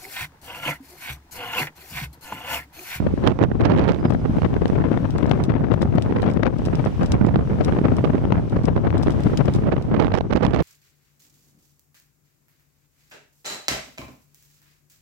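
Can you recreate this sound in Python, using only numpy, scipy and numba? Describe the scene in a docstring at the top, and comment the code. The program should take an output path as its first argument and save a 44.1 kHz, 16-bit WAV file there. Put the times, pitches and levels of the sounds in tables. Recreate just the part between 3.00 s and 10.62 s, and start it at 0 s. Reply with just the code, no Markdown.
"""Wind rumbles, thumps and crackles on the open deck of a moving ship, over a hiss of sea and air.
It hits the two ports (openings) of a small stereo microphone, each on its own. Swirls of air, called
eddies, sound louder and brighter when swept past faster: sharp ones crackle in one port at a time,
large ones thump. Something loose nearby ticks in both ports, and a thin, faint whistle comes and goes."""
import sys
import numpy as np
from scipy import signal
from scipy.fft import rfft, irfft, next_fast_len
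from scipy.io import wavfile
from scipy.ndimage import uniform_filter1d
from numba import njit

SR = 44100
rng = np.random.default_rng(int(sys.argv[2]) if len(sys.argv) > 2 else 0)


def put_to_file(sound):
    """Save the sound as 16-bit audio at rate SR, in the file named by the first command-line argument."""
    columns = np.atleast_2d(sound).T  # one column per channel
    safe = np.clip(columns, -1, 1)
    whole_steps = np.round(safe * 32767)
    wavfile.write(sys.argv[1], SR, whole_steps.astype(np.int16))


N = 336262

# The gusts at each port. One octave more means air moving twice as fast.
# (time [s], left speed [octaves], right speed [octaves], left rumble [dB], right rumble [dB])
GUSTS = [(0.0, -0.11, 0.29, -15.5, -15), (0.202, 0.52, 0.1, -17.5, -17.5), (0.25, 0.4, 0.5, -17.5, -18),
         (0.348, -0.14, 0.14, -19, -21), (0.499, 0.3, 0.11, -17, -14), (0.591, 0.4, -0.1, -14, -20),
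         (0.619, 0.74, 1.2, -13, -19), (0.699, 0.6, 1.3, -15.5, -18), (0.8, 0.7, 1.76, -17.5, -17),
         (0.932, -0.16, 1.16, -18.5, -19.5), (1.052, 0.48, 0.49, -16.5, -19.5), (1.253, 0.3, 0.3, -17, -19),
         (1.33, 0.3, 0.3, -17, -17), (1.498, 0.3, 0.32, -18, -18), (1.9, 0.6, 0.2, -15, -18),
         (2.048, 0.68, 0.1, -17, -16.5), (2.105, 0.38, 0, -17.5, -21), (2.202, 0.92, 0.013, -16.5, -17),
         (2.552, 0.6, 0.1, -18.5, -17), (2.9, 0.46, 0.1, -15, -18), (3.08, 0.7, 0.4, -16, -19),
         (3.25, 0.94, 0.49, -18, -18.5), (3.459, 0.8, 0.2, -17, -17.5), (3.52, 0.3, 0, -19.5, -19.5),
         (3.6, 0.5, 0.11, -15.5, -17.5), (3.748, 0.4, 0.2, -16, -16.5), (3.87, 0.4, 0.3, -16.5, -21.5),
         (3.919, 0.021, 0.1, -20.5, -16.5), (3.997, 0.29, 0.31, -14.5, -19.5),
         (4.15, 0.25, 0.5, -17.5, -14), (4.298, 0.17, 0.67, -15, -14.5), (4.45, 0.3, 0.3, -15, -17.5),
         (4.597, 0.54, 0.043, -17.5, -14.5), (4.902, 0.54, 0.71, -15, -19.5), (5.15, 0.31, 0.4, -16, -17),
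         (5.403, 0.39, 0.22, -16, -19), (5.698, 0.48, 0.3, -16, -17), (6.0, 0.34, 0.36, -14.5, -20),
         (6.252, 0.4, 0.4, -15, -17.5), (6.499, 0.49, 0.5, -15.5, -16.5), (6.851, 0.28, 0.37, -17, -19),
         (7.0, 0.47, 1.54, -20, -15.5), (7.18, -0.23, 0.84, -20, -22), (7.23, -0.1, -0.1, -13, -23),
         (7.26, -0.04, -0.14, -14, -16), (7.295, -0.022, 0, -22, -20.5), (7.351, -0.26, 1.1, -12, -22),
         (7.398, -0.3, 0.8, -15, -21.5), (7.45, -0.3, 1.3, -15.5, -20), (7.62, -0.49, 1.38, -16, -20)]


def undb(db):
    """Turns decibels into a number to multiply by."""
    return 10 ** (np.asarray(db) / 20)


def unit(x):
    """Scales x to an average strength (rms) of 1."""
    return x / np.sqrt(np.mean(x ** 2))


def along(times, values):
    """Joins points with straight lines, giving a value for every sample."""
    return np.interp(np.arange(N) / SR, times, values)


@njit
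def low_pass(x, hz, damping):
    """Dulls the sound above a frequency that can move every sample."""
    out, band, low = np.empty(len(x)), 0., 0.
    for i in range(len(x)):
        g = np.tan(np.pi * hz[i] / SR)
        change = (band + g * (x[i] - low)) / (1 + g * (g + damping))
        out[i] = low + g * change
        band, low = 2 * change - band, low + 2 * g * change
    return out


def colour(x, points):
    """Sets the tone of x from (frequency [Hz], level [dB]) points."""
    hz, db = np.transpose(points)
    size = next_fast_len(N)
    log_hz = np.log(np.arange(size // 2 + 1) * SR / size + 1)
    return irfft(rfft(x, size) * undb(np.interp(log_hz, np.log(hz), db)), size)[..., :N]


def band_rms(x, low_hz, high_hz):
    """Strength of x between two frequencies."""
    band = signal.butter(4, [low_hz, high_hz], "band", fs=SR, output="sos")
    return np.std(signal.sosfilt(band, x))


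def wobble(per_second):
    """A smooth random curve of strength 1 that changes this often."""
    hold = int(SR / per_second)
    steps = np.repeat(rng.standard_normal(N // hold + 1), hold)
    return unit(uniform_filter1d(uniform_filter1d(steps, hold), hold)[:N])


def noise_pair(alike):
    """Left and right noise, from unrelated (0) to the same (1)."""
    mid, side = rng.standard_normal((2, N))
    return np.sqrt(1 + alike) * mid + np.sqrt(1 - alike) * side * np.array([[1], [-1]])


def stirring(unrest, swirls_per_second=900, spread_db=2.3, largest_db=9):
    """Tiny swirls push in or out over a fine, even noise; with less unrest their sizes are more alike."""
    arrives = rng.random(N) < swirls_per_second / SR
    size_db = np.minimum(spread_db * (1 + unrest * (rng.exponential(size=N) - 1)), largest_db)
    swirls = arrives * np.sign(rng.standard_normal(N)) * undb(size_db)
    power_share = .88 * (1 + unrest) / 2
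    return np.sqrt(power_share) * unit(swirls) + np.sqrt(1 - power_share) * rng.standard_normal(N)


def rushes(port, eddy_rows, core_ms=7.1, slap_s=0.000091):
    """Air at a port spurts and drops; each sharp eddy speeds it up, slaps the port and calms the rest."""
    t = np.arange(N) / SR
    sharp, core, slaps = np.zeros((3, N))
    signs = np.sign(rng.standard_normal(len(eddy_rows)))
    for (time, side, octaves, ms), sign in zip(eddy_rows, signs):
        if round(side) == port:
            near = slice(max(int((time - .05) * SR), 0), int((time + .05) * SR))
            age = t[near] - time
            span_ms = ms * np.where(age < 0, 0.78, 1)  # it comes faster than it goes
            sharp[near] = np.maximum(sharp[near], octaves * np.exp(-(1500 * age / span_ms) ** 2))
            # long eddies sputter on around a short, steady core
            core[near] = np.maximum(core[near], octaves * np.exp(-(1500 * age / min(ms, core_ms)) ** 2))
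            slaps[near] += sign * 0.56 * octaves * np.exp(-(age / slap_s) ** 2)
    spurts = .15 * wobble(40) + .36 * np.maximum(wobble(300), -.6) - .21
    lulls = 0.13 * np.minimum(wobble(29), 0) * np.exp(-2 * sharp)
    unrest = np.exp(-1.04 * core)  # 1 in open wind, less inside an eddy
    return sharp + unrest * spurts + lulls, slaps, unrest


def buffeting(port, eddy_rows, rumble_hz=121.8, finest_hz=1265, port_hz=7850):
    """Swirling air rumbles past a port: the faster it moves, the brighter it sounds."""
    fastest_octaves, db_per_octave = 3.14, 1.5
    times, *columns = np.transpose(GUSTS)
    gust, gust_db = along(times, columns[port]), along(times, columns[2 + port])
    rush, slaps, unrest = rushes(port, eddy_rows)
    speed = 2 ** (fastest_octaves * np.tanh((gust + rush) / fastest_octaves))
    air = low_pass(stirring(unrest) + slaps, rumble_hz * speed, 1.64)
    air = low_pass(air, np.minimum(finest_hz * speed ** 0.83, .4 * SR), 0.97)  # friction kills tiny eddies
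    air = low_pass(air, np.full(N, float(port_hz)), 0.83)  # the port dulls the sharpest pushes
    db = gust_db + db_per_octave * rush + 0.5 * wobble(14)  # a sudden rush also pushes harder
    return air / band_rms(air, 26, 1000) * undb(db)


def hiss(sing_hz=5800, sing_width_hz=570, sing_db=-73.5):
    """Sea washes along the hull and air through the rigging; a narrow hiss flickers on the right."""
    # The tone of the wash: (frequency [Hz], relative level [dB])
    tone = [(300, 7), (1500, 0.5), (2500, -1.5), (3120, -3.5), (4280, -10.5), (5500, -12), (5950, -11.5),
            (6400, -17), (8270, -18.5), (14200, -29.5), (15600, -39)]
    # Level of the background hiss, which dips during the last strong gusts:
    # (time [s], level from 6.5 to 11 kHz [dB])
    levels = [(0.0, -65), (0.1, -70), (0.47, -72.5), (0.78, -73), (1.04, -70), (2.69, -68.5), (3.22, -69),
              (3.42, -70), (3.54, -71), (3.78, -66.5), (4.18, -68), (4.35, -66.5), (4.56, -69), (4.73, -68),
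              (4.9, -67), (5.3, -69.5), (5.56, -70), (5.94, -70), (6.11, -65), (6.41, -66), (6.64, -68.5),
              (7.41, -73.5), (7.51, -77), (7.62, -75)]
    wash = colour(noise_pair(alike=0.07), tone)
    hiss_db = along(*np.transpose(levels)) + 2 * wobble(9)
    wash = wash / band_rms(wash, 6500, 11000) * undb(hiss_db)
    edges = [sing_hz - sing_width_hz / 2, sing_hz + sing_width_hz / 2]
    band = signal.butter(2, edges, "band", fs=SR, output="sos")
    sing = unit(signal.sosfilt(band, rng.standard_normal(N)))
    wash[1] += sing * undb(sing_db + 3.5 * wobble(30))
    return wash


def thumps(half_length_cycles=0.33):
    """Large, slow eddies push each port in and out once or twice."""
    # Heavy, low blows of air: (start [s], level [dB], pitch [Hz], left minus right [dB])
    blows = [(0.063, -9.5, 290, 16), (0.135, -6.5, 230, -17), (0.313, -15, 208, -13), (0.602, -7, 286, -5),
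             (0.674, -12, 187, 8), (0.721, -8, 254, -17), (0.875, -7, 182, -14), (0.898, -10, 220, -16),
             (1.099, -9, 151, 15), (1.156, -12, 159, 12), (1.29, -7, 147, -6), (1.365, -10, 139, 11),
             (1.443, -9, 125, 16), (1.782, -10, 211, -15), (1.912, -4.5, 260, 9), (2.16, -12, 157, 13),
             (2.301, -7, 129, 11.5), (2.396, -22, 178, -1.5), (2.479, -6, 199, 11), (2.548, -8, 151, 20),
             (2.701, -9, 193, 14), (2.716, -7, 162, 15), (2.948, -2.5, 175, 2), (3.056, -10, 143, 10),
             (3.159, -24, 151, 3), (3.181, -17, 212, 6), (3.238, -11, 260, 12), (3.27, -9, 169, 20),
             (3.367, -8, 210, 21), (3.78, -8, 135, 6), (3.799, -15, 175, 7), (4.019, -7.5, 268, 7),
             (4.152, -10, 172, -10), (4.207, -3.5, 156, -1), (4.357, -15, 167, -4), (4.362, -7.5, 169, 13),
             (4.386, -12, 160, -6), (4.601, -13, 195, 12), (4.672, -13, 217, 18), (4.715, -6, 132, -3),
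             (4.782, -6, 159, -1), (4.811, -5.5, 231, -9), (4.919, -5, 160, 15), (5.038, -5.5, 345, -20),
             (5.143, -5, 230, -4), (5.317, -12, 138, 6), (5.641, -6, 157, 11), (5.758, -17, 194, 1),
             (5.839, -9, 150, 5), (6.076, -7, 230, 7), (6.157, -13, 168, 16), (6.253, -2, 137, 3),
             (6.483, -15, 210, -2), (6.557, -9.5, 147, 13), (6.618, -17, 167, -9), (6.669, -8.5, 280, -10),
             (6.917, -7.5, 166, 14), (6.972, -7, 176, 16), (7.05, -8, 220, -18), (7.134, -8.5, 123, -10),
             (7.18, -8.5, 285, -22), (7.349, -5.5, 194, -15), (7.445, -3, 153, -19), (7.534, -8, 214, -15),
             (7.601, -8, 214, -18)]
    out = np.zeros((2, N + SR))
    for (time, db, hz, pan_db), phases in zip(blows, rng.random((len(blows), 2))):
        cycles = np.arange(int(3 * SR / hz)) * hz / SR - 1
        swell = np.exp(-(cycles / half_length_cycles) ** 2)
        push = swell * np.cos(2 * np.pi * (cycles + phases[:, None]))
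        balance = undb(np.array([[pan_db], [-pan_db]]) / 2)
        start = int(time * SR)
        out[:, start:start + len(cycles)] += undb(db) * push * balance / balance.mean()
    return out[:, :N]


def eddies(weak_count=45, weak_octaves=(0.18, 0.9), weak_ms=(1., 6.5)):
    """Lists the sharpest eddies, plus weaker ones at random moments that crowd into the gusts."""
    # Sharp swirls of air: (time [s], port [0 left, 1 right], jump in speed [octaves], length [ms])
    sharpest = [(0.069, 0, 1.65, 9), (0.178, 0, 0.88, 6), (0.24, 1, 1.5, 5), (0.247, 1, 1.25, 14),
                (0.261, 1, 0.59, 1.9), (0.267, 0, 2.2, 4.6), (0.27, 1, 1.86, 43), (0.272, 1, 2.4, 1.7),
                (0.275, 1, 3.6, 2.3), (0.279, 1, 2.6, 3), (0.282, 1, 1.9, 2), (0.294, 0, 1.2, 6.3),
                (0.299, 1, 1.9, 1.8), (0.307, 1, 1.6, 7.3), (0.318, 1, 1.8, 8.9), (0.39, 1, 2.16, 4.6),
                (0.402, 1, 0.62, 3.9), (0.417, 0, 1.9, 5), (0.419, 1, 1.48, 59), (0.429, 1, 2.37, 5.1),
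                (0.434, 0, 0.91, 5.1), (0.516, 1, 1.43, 3.3), (0.597, 0, 0.99, 2.2), (0.601, 0, 1.04, 5),
                (0.609, 1, 1.74, 5.2), (0.615, 1, 1.5, 4.9), (0.638, 1, 0.87, 7.2), (0.646, 1, 0.8, 5),
                (0.654, 1, 1.82, 14), (0.659, 0, 0.36, 8), (0.669, 1, 0.75, 3.3), (0.683, 1, 0.3, 5.6),
                (0.7, 1, 1.1, 5.2), (0.707, 1, 1.1, 4), (0.718, 1, 0.89, 12), (0.729, 1, 0.6, 3),
                (0.736, 1, 0.66, 5.1), (0.749, 0, 0.84, 4.6), (0.749, 1, 0.37, 3.8), (0.763, 0, 1.4, 1.9),
                (0.767, 1, 0.43, 1.2), (0.777, 1, 0.89, 2.4), (0.786, 1, 0.87, 5.1), (0.793, 1, 0.57, 2.2),
                (0.795, 0, 1.8, 5.7), (0.803, 0, 0.7, 5.4), (0.816, 1, 0.39, 12), (0.822, 1, 0.4, 5),
                (0.828, 0, 0.8, 6.7), (0.831, 1, 0.33, 6), (0.841, 1, 0.9, 4), (0.847, 1, 0.69, 2.8),
                (0.856, 1, 0.4, 5.4), (0.867, 1, 0.55, 1.8), (0.88, 1, 1.2, 4), (0.888, 1, 1.3, 5.2),
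                (0.893, 1, 1.3, 4.4), (0.899, 1, 0.98, 3), (0.905, 1, 0.71, 16), (0.912, 1, 0.7, 3),
                (0.92, 1, 1.5, 3.2), (0.933, 1, 0.6, 3), (0.946, 1, 1.44, 1.8), (0.961, 1, 0.9, 3.5),
                (1.029, 0, 0.57, 3.2), (1.053, 1, 1.76, 9.7), (1.062, 1, 1.2, 10), (1.085, 1, 0.69, 4.5),
                (1.106, 0, 1.27, 6), (1.124, 0, 1.18, 7.3), (1.149, 0, 1.2, 4.4), (1.257, 1, 1.33, 19),
                (1.37, 0, 1.1, 8.9), (1.386, 1, 1.35, 9.3), (1.42, 1, 1.87, 4.3), (1.433, 1, 1.7, 4.9),
                (1.451, 0, 1.64, 18), (1.505, 0, 0.9, 3.2), (1.532, 0, 0.69, 7), (1.541, 0, 1.5, 5.4),
                (1.566, 1, 1.3, 13), (1.621, 0, 1.34, 17), (1.635, 1, 1.3, 3), (1.657, 0, 2.26, 2.3),
                (1.7, 1, 1.63, 3.6), (1.756, 0, 1.08, 9.9), (1.786, 1, 1.3, 6.5), (1.82, 1, 1.4, 5),
                (1.841, 0, 1.1, 5), (1.846, 1, 1.2, 8.1), (1.855, 0, 0.91, 21), (1.918, 0, 1.12, 3.9),
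                (1.929, 0, 1, 16), (1.95, 1, 1, 5), (1.975, 0, 1.47, 2.8), (2.054, 0, 0.98, 10),
                (2.155, 1, 1.3, 23), (2.21, 0, 0.4, 15), (2.23, 0, 1.2, 6), (2.244, 0, 0.69, 4.1),
                (2.258, 0, 1, 3.9), (2.297, 0, 0.68, 4.1), (2.314, 0, 2.44, 5.2), (2.322, 0, 1.6, 0.98),
                (2.352, 0, 0.74, 1.9), (2.403, 1, 1.54, 17), (2.422, 0, 0.44, 2.9), (2.497, 0, 1.23, 19),
                (2.511, 0, 0.64, 4.4), (2.521, 0, 1.1, 4.3), (2.54, 0, 1.2, 6), (2.553, 0, 1.2, 3.6),
                (2.563, 0, 1.1, 14), (2.583, 0, 0.7, 5), (2.609, 1, 1.1, 8), (2.644, 0, 0.95, 18),
                (2.718, 0, 1.5, 8.6), (2.729, 0, 1.4, 4.4), (2.741, 0, 1.88, 6.9), (2.818, 0, 1.3, 3.5),
                (2.829, 1, 1.5, 8.5), (2.83, 0, 1.3, 6.6), (2.856, 1, 1.16, 5.6), (2.926, 0, 0.88, 6.7),
                (2.953, 0, 0.78, 39), (2.983, 0, 1.67, 6.9), (3.061, 0, 0.64, 9.7), (3.077, 1, 0.61, 5),
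                (3.103, 1, 1.1, 11), (3.125, 0, 1, 5.5), (3.151, 0, 0.48, 3.6), (3.165, 0, 1.2, 9.9),
                (3.164, 1, 1.3, 19), (3.168, 1, 1.5, 2.8), (3.186, 0, 1.1, 3.9), (3.2, 1, 1.2, 12),
                (3.23, 0, 1.3, 7.1), (3.242, 0, 1.1, 6.2), (3.262, 0, 0.96, 21), (3.277, 0, 0.79, 6.5),
                (3.288, 1, 1.1, 3.4), (3.301, 0, 1.3, 4.2), (3.314, 0, 0.46, 3.1), (3.373, 0, 1.3, 4.1),
                (3.405, 0, 0.45, 4), (3.408, 1, 0.91, 3.7), (3.433, 0, 2.16, 8.1), (3.452, 0, 0.69, 5.4),
                (3.458, 0, 1.4, 9), (3.467, 0, 1.84, 4.9), (3.476, 0, 1.3, 9.8), (3.505, 0, 0.74, 5.2),
                (3.541, 0, 0.88, 10), (3.56, 0, 0.5, 11), (3.595, 0, 0.94, 8.5), (3.619, 0, 0.87, 4),
                (3.672, 0, 0.61, 4.6), (3.685, 0, 1.1, 4.6), (3.732, 1, 1.23, 15), (3.749, 1, 1.2, 5.4),
                (3.796, 0, 1.14, 23), (3.804, 0, 1.3, 4.5), (3.843, 0, 1, 4.5), (3.861, 0, 1.47, 5),
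                (3.871, 1, 1.67, 26), (4.012, 1, 1.6, 6.7), (4.022, 0, 1.1, 28), (4.085, 0, 0.9, 5),
                (4.12, 0, 1.03, 7.2), (4.136, 1, 0.61, 13), (4.139, 0, 1.16, 22), (4.143, 1, 1.14, 3.3),
                (4.214, 1, 1.04, 5.3), (4.269, 1, 1.1, 3.2), (4.288, 1, 1, 12), (4.344, 0, 1.4, 7.2),
                (4.359, 1, 1.92, 3.9), (4.391, 0, 0.89, 10), (4.395, 1, 0.66, 12), (4.409, 0, 0.51, 4.3),
                (4.5, 0, 0.94, 6.5), (4.508, 1, 0.97, 4), (4.517, 1, 0.64, 20), (4.586, 0, 0.74, 10),
                (4.611, 0, 1.8, 9.7), (4.682, 1, 1.1, 3.6), (4.684, 0, 1.33, 32), (4.724, 1, 1.9, 3.8),
                (4.735, 1, 1.4, 7), (4.75, 1, 1.1, 4), (4.789, 1, 1.55, 6.2), (4.814, 1, 1.15, 5.9),
                (4.853, 1, 1.4, 32), (4.855, 0, 1.2, 5), (4.87, 0, 0.61, 9), (4.921, 0, 0.81, 11),
                (4.985, 0, 1.43, 3.3), (4.992, 1, 1.2, 7.3), (5.046, 1, 2.07, 13), (5.055, 1, 1.6, 5.7),
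                (5.074, 1, 1, 5), (5.099, 0, 1.1, 11), (5.147, 1, 0.85, 17), (5.154, 1, 1.4, 2.5),
                (5.172, 0, 0.9, 5), (5.182, 1, 1.1, 8), (5.24, 1, 1.2, 9.7), (5.253, 0, 1.55, 2.1),
                (5.306, 0, 1.2, 4.4), (5.324, 0, 2.15, 6.7), (5.348, 1, 1.1, 16), (5.373, 0, 0.33, 3.9),
                (5.384, 1, 1.03, 30), (5.529, 1, 0.98, 19), (5.567, 1, 1.77, 9.7), (5.59, 1, 1.2, 6.4),
                (5.642, 0, 0.8, 3.7), (5.685, 0, 1.57, 16), (5.764, 1, 1.7, 11), (5.778, 0, 1.16, 8.7),
                (5.791, 0, 0.54, 5.7), (5.851, 1, 1.46, 19), (5.86, 0, 0.81, 8), (5.872, 0, 1.24, 14),
                (5.905, 0, 1.94, 0.74), (5.928, 0, 1.1, 2.3), (5.946, 1, 1.1, 31), (5.971, 0, 1, 7.2),
                (6.033, 0, 0.77, 2.9), (6.063, 1, 1.6, 2.8), (6.072, 1, 1.8, 9.8), (6.083, 0, 2.05, 1.3),
                (6.098, 1, 1.2, 6.3), (6.199, 1, 0.79, 5), (6.265, 0, 0.99, 16), (6.299, 1, 0.93, 7.8),
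                (6.336, 1, 1.54, 9), (6.396, 0, 0.81, 28), (6.483, 0, 1.68, 10.4), (6.486, 1, 0.75, 12),
                (6.498, 1, 1.1, 4.3), (6.551, 1, 1, 6.6), (6.565, 0, 0.52, 6.9), (6.623, 1, 0.96, 5.5),
                (6.624, 0, 0.71, 3.8), (6.639, 1, 0.9, 7.6), (6.671, 1, 1.17, 17), (6.679, 0, 1, 8.1),
                (6.695, 0, 0.74, 10), (6.723, 1, 1.7, 19), (6.739, 0, 1.2, 9.2), (6.766, 1, 1.58, 9.1),
                (6.781, 0, 1.4, 11), (6.916, 0, 1.1, 11), (6.944, 0, 1.5, 3.8), (6.966, 1, 0.41, 13),
                (7.0, 1, 1.37, 7), (7.012, 1, 0.31, 6), (7.024, 1, 0.8, 9.4), (7.038, 1, 0.51, 5.1),
                (7.047, 1, 1.1, 1.6), (7.058, 1, 0.78, 2), (7.069, 1, 1.18, 4.7), (7.085, 1, 0.56, 3.6),
                (7.118, 0, 1.6, 5.6), (7.121, 1, 1.3, 3.2), (7.142, 1, 1.88, 16), (7.152, 1, 2.07, 11),
                (7.165, 1, 1.4, 4.8), (7.176, 1, 1.8, 14), (7.186, 1, 2.06, 4.7), (7.209, 1, 2.2, 5.7),
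                (7.253, 1, 0.8, 10), (7.309, 1, 1.86, 16), (7.328, 1, 2.08, 15), (7.335, 1, 2, 3.4),
                (7.356, 1, 1.4, 2.4), (7.362, 1, 1.93, 17), (7.372, 1, 1.7, 14), (7.378, 1, 1.1, 5.9),
                (7.407, 1, 0.64, 9.7), (7.431, 1, 1.7, 15), (7.441, 1, 1.1, 11), (7.451, 1, 1.8, 5.8),
                (7.457, 1, 1.2, 3), (7.466, 1, 1.7, 6), (7.484, 1, 0.45, 5.1), (7.497, 1, 0.4, 5),
                (7.509, 1, 0.78, 2.5), (7.536, 1, 1.2, 6.9), (7.547, 1, 1.64, 11), (7.562, 1, 1.3, 4.7),
                (7.578, 1, 0.79, 7.8), (7.592, 1, 1.2, 9.8), (7.605, 1, 1.3, 11)]
    times, *speeds = np.transpose(GUSTS)[:3]
    both_ports = np.concatenate([along(times, speed) for speed in speeds])  # left, then right
    odds = np.cumsum(2 ** (1.5 * both_ports))  # faster air brings more eddies
    when, jump, length = rng.random((weak_count, 3)).T
    port, sample = np.divmod(np.searchsorted(odds, when * odds[-1]), N)
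    (small, big), (short, long) = weak_octaves, weak_ms
    octaves = small + (big - small) * jump ** 2
    ms = short * (long / short) ** length
    return np.vstack([sharpest, np.transpose([sample / SR, port, octaves, ms])])


def cracks(port, eddy_rows, base_db=-76, db_per_octave=17.5, top_octaves=3.64, half_length_ms=0.99):
    """A thin, bright crack, like a brief overload, tops each eddy, louder in faster air."""
    # The tone of a crack: (frequency [Hz], relative level [dB])
    tone = [(1000, 10.5), (2000, 8.5), (3200, 10.5), (6000, -2), (10000, -17), (15500, -30.5)]
    gust_times, *speeds = np.transpose(GUSTS)[:3]
    times, _, jumps, _ = eddy_rows[np.round(eddy_rows[:, 1]) == port].T
    octaves = np.minimum(np.interp(times, gust_times, speeds[port]) + jumps, top_octaves)
    peaks = np.zeros(N)
    peaks[(times * SR).astype(int)] = undb(base_db + db_per_octave * octaves)
    ms = np.arange(-200, 201) / SR * 1000
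    bursts = np.convolve(peaks, np.exp(-(ms / half_length_ms) ** 2), "same")
    return bursts * unit(colour(rng.standard_normal(N), tone))


def ticks(rise_s=0.00028, fade_ms=2.08, rattle_ms=10, rattle_db=-13.5):
    """Something loose makes dry snaps, each a burst of noise with a brief rattle after it."""
    # The ticks: (time [s], rough peak level of the treble [dB], left minus right [dB])
    hits = [(0.7627, -52, 7), (1.096, -50, -2), (1.1056, -43, 2), (1.136, -47, -5), (1.679, -41.5, 4),
            (2.106, -41.5, 5), (2.1814, -38.5, 4), (2.2638, -47, 6), (2.295, -44, -2), (2.438, -34.5, 5),
            (2.4495, -48, -1.5), (2.7355, -46, 1), (2.8125, -46, 2), (2.8193, -34, 1), (2.831, -54, 2),
            (2.954, -46, 4), (3.022, -35.5, 3), (3.2198, -41, -3), (3.301, -44.5, 0), (3.313, -47, 3),
            (3.336, -48, 3), (3.585, -47, 5), (3.6524, -37, 7), (3.659, -40.5, -5), (3.7535, -40, 6),
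            (3.85, -42, 6), (4.031, -39.5, 3), (4.06, -40, 5), (4.119, -28, 5.5), (4.2643, -43.5, 8),
            (4.639, -45, 3.5), (4.6467, -33.5, 3), (4.9667, -40, 2), (5.497, -47, 6), (5.519, -54, 6),
            (5.635, -48, -1), (5.654, -37, 7.5), (5.9795, -40.5, 4), (6.027, -41, 7), (6.032, -37, 7),
            (6.105, -37, 2), (6.1194, -45, 3), (6.204, -46, 1.0), (6.2347, -40.5, 3), (6.373, -27.5, 3),
            (6.4553, -41, 5), (6.537, -36, 5), (6.5484, -39.5, 1), (6.5595, -42, 3), (6.823, -46.5, 7)]
    # How a tick rings, one list for the left and one for the right: (frequency [Hz], relative level [dB])
    tones = ([(700, -18), (1500, -7.5), (3000, 0.5), (4000, -11), (5200, 2), (6000, -6.5), (7400, -10.5),
             (7900, -14), (8400, -7), (9200, -17.5), (15500, -27)], [(700, -17.5), (1500, 0), (2200, -5.5),
             (3800, 7), (4500, -1), (6000, -6), (8100, -7), (9500, -15.5), (10700, -11), (12000, -21),
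             (15500, -25)])
    t = np.arange(SR // 40) / SR
    fade = np.exp(-1000 * t / fade_ms) + undb(rattle_db) * np.exp(-1000 * t / rattle_ms)
    burst = fade * (1 - np.exp(-t / rise_s))
    loudness = np.zeros((2, N + SR))
    for time, db, pan_db in hits:
        start = int(time * SR)
        loudness[:, start:start + len(t)] += undb(db + np.array([[pan_db], [-pan_db]]) / 2) * burst
    snap = np.array([colour(noise, tone) for noise, tone in zip(noise_pair(alike=0.51), tones)])
    snap[1] = np.roll(snap[1], 5)  # it reaches the right port 5 samples later
    return loudness[:, :N] * snap / band_rms(snap, 6730, 14000) / 2  # peaks are about twice the rms


def whistle(pitch_hz=4905, arch_hz=55, fade_s=.022, waver_db=3.5):
    """A thin, unsteady tone sounds three times, its pitch rising and falling a little each time."""
    # The short whistles: (start [s], length [s], level [dB])
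    notes = [(.965, .14, -63), (1.1, .045, -68), (1.16, .065, -67.5)]
    t = np.arange(N) / SR
    loudness, arch = np.zeros((2, N))
    for start, length, db in notes:
        ramp = np.minimum((t - start) / 2, start + length - t) / fade_s  # swells half as fast as it fades
        loudness += undb(db) * np.clip(ramp, 0, 1)
        arch += np.sin(np.pi * np.clip((t - start) / length, 0, 1))
    phase = 2 * np.pi * np.cumsum(pitch_hz + arch_hz * arch) / SR
    return np.sqrt(2) * loudness * undb(waver_db * wobble(60)) * np.sin(phase)


def scene():
    """Adds the wind at each port to the other sounds on deck."""
    eddy_rows = eddies()
    wind = np.array([buffeting(port, eddy_rows) + cracks(port, eddy_rows) for port in (0, 1)])
    return wind + thumps() + ticks() + hiss() + whistle()


def record(dry):
    """The microphone cuts the deep bass, its amplifier clips the loudest peaks, the top treble is cut."""
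    bass_hz, top_hz = 79, 15800
    thinned = signal.sosfilt(signal.butter(2, bass_hz, "high", fs=SR, output="sos"), dry)
    clipped = thinned / (1 + thinned ** 12) ** (1 / 12)
    return signal.sosfilt(signal.ellip(12, .2, 60, top_hz, fs=SR, output="sos"), clipped)


dry = scene()
out = record(dry)
put_to_file(out)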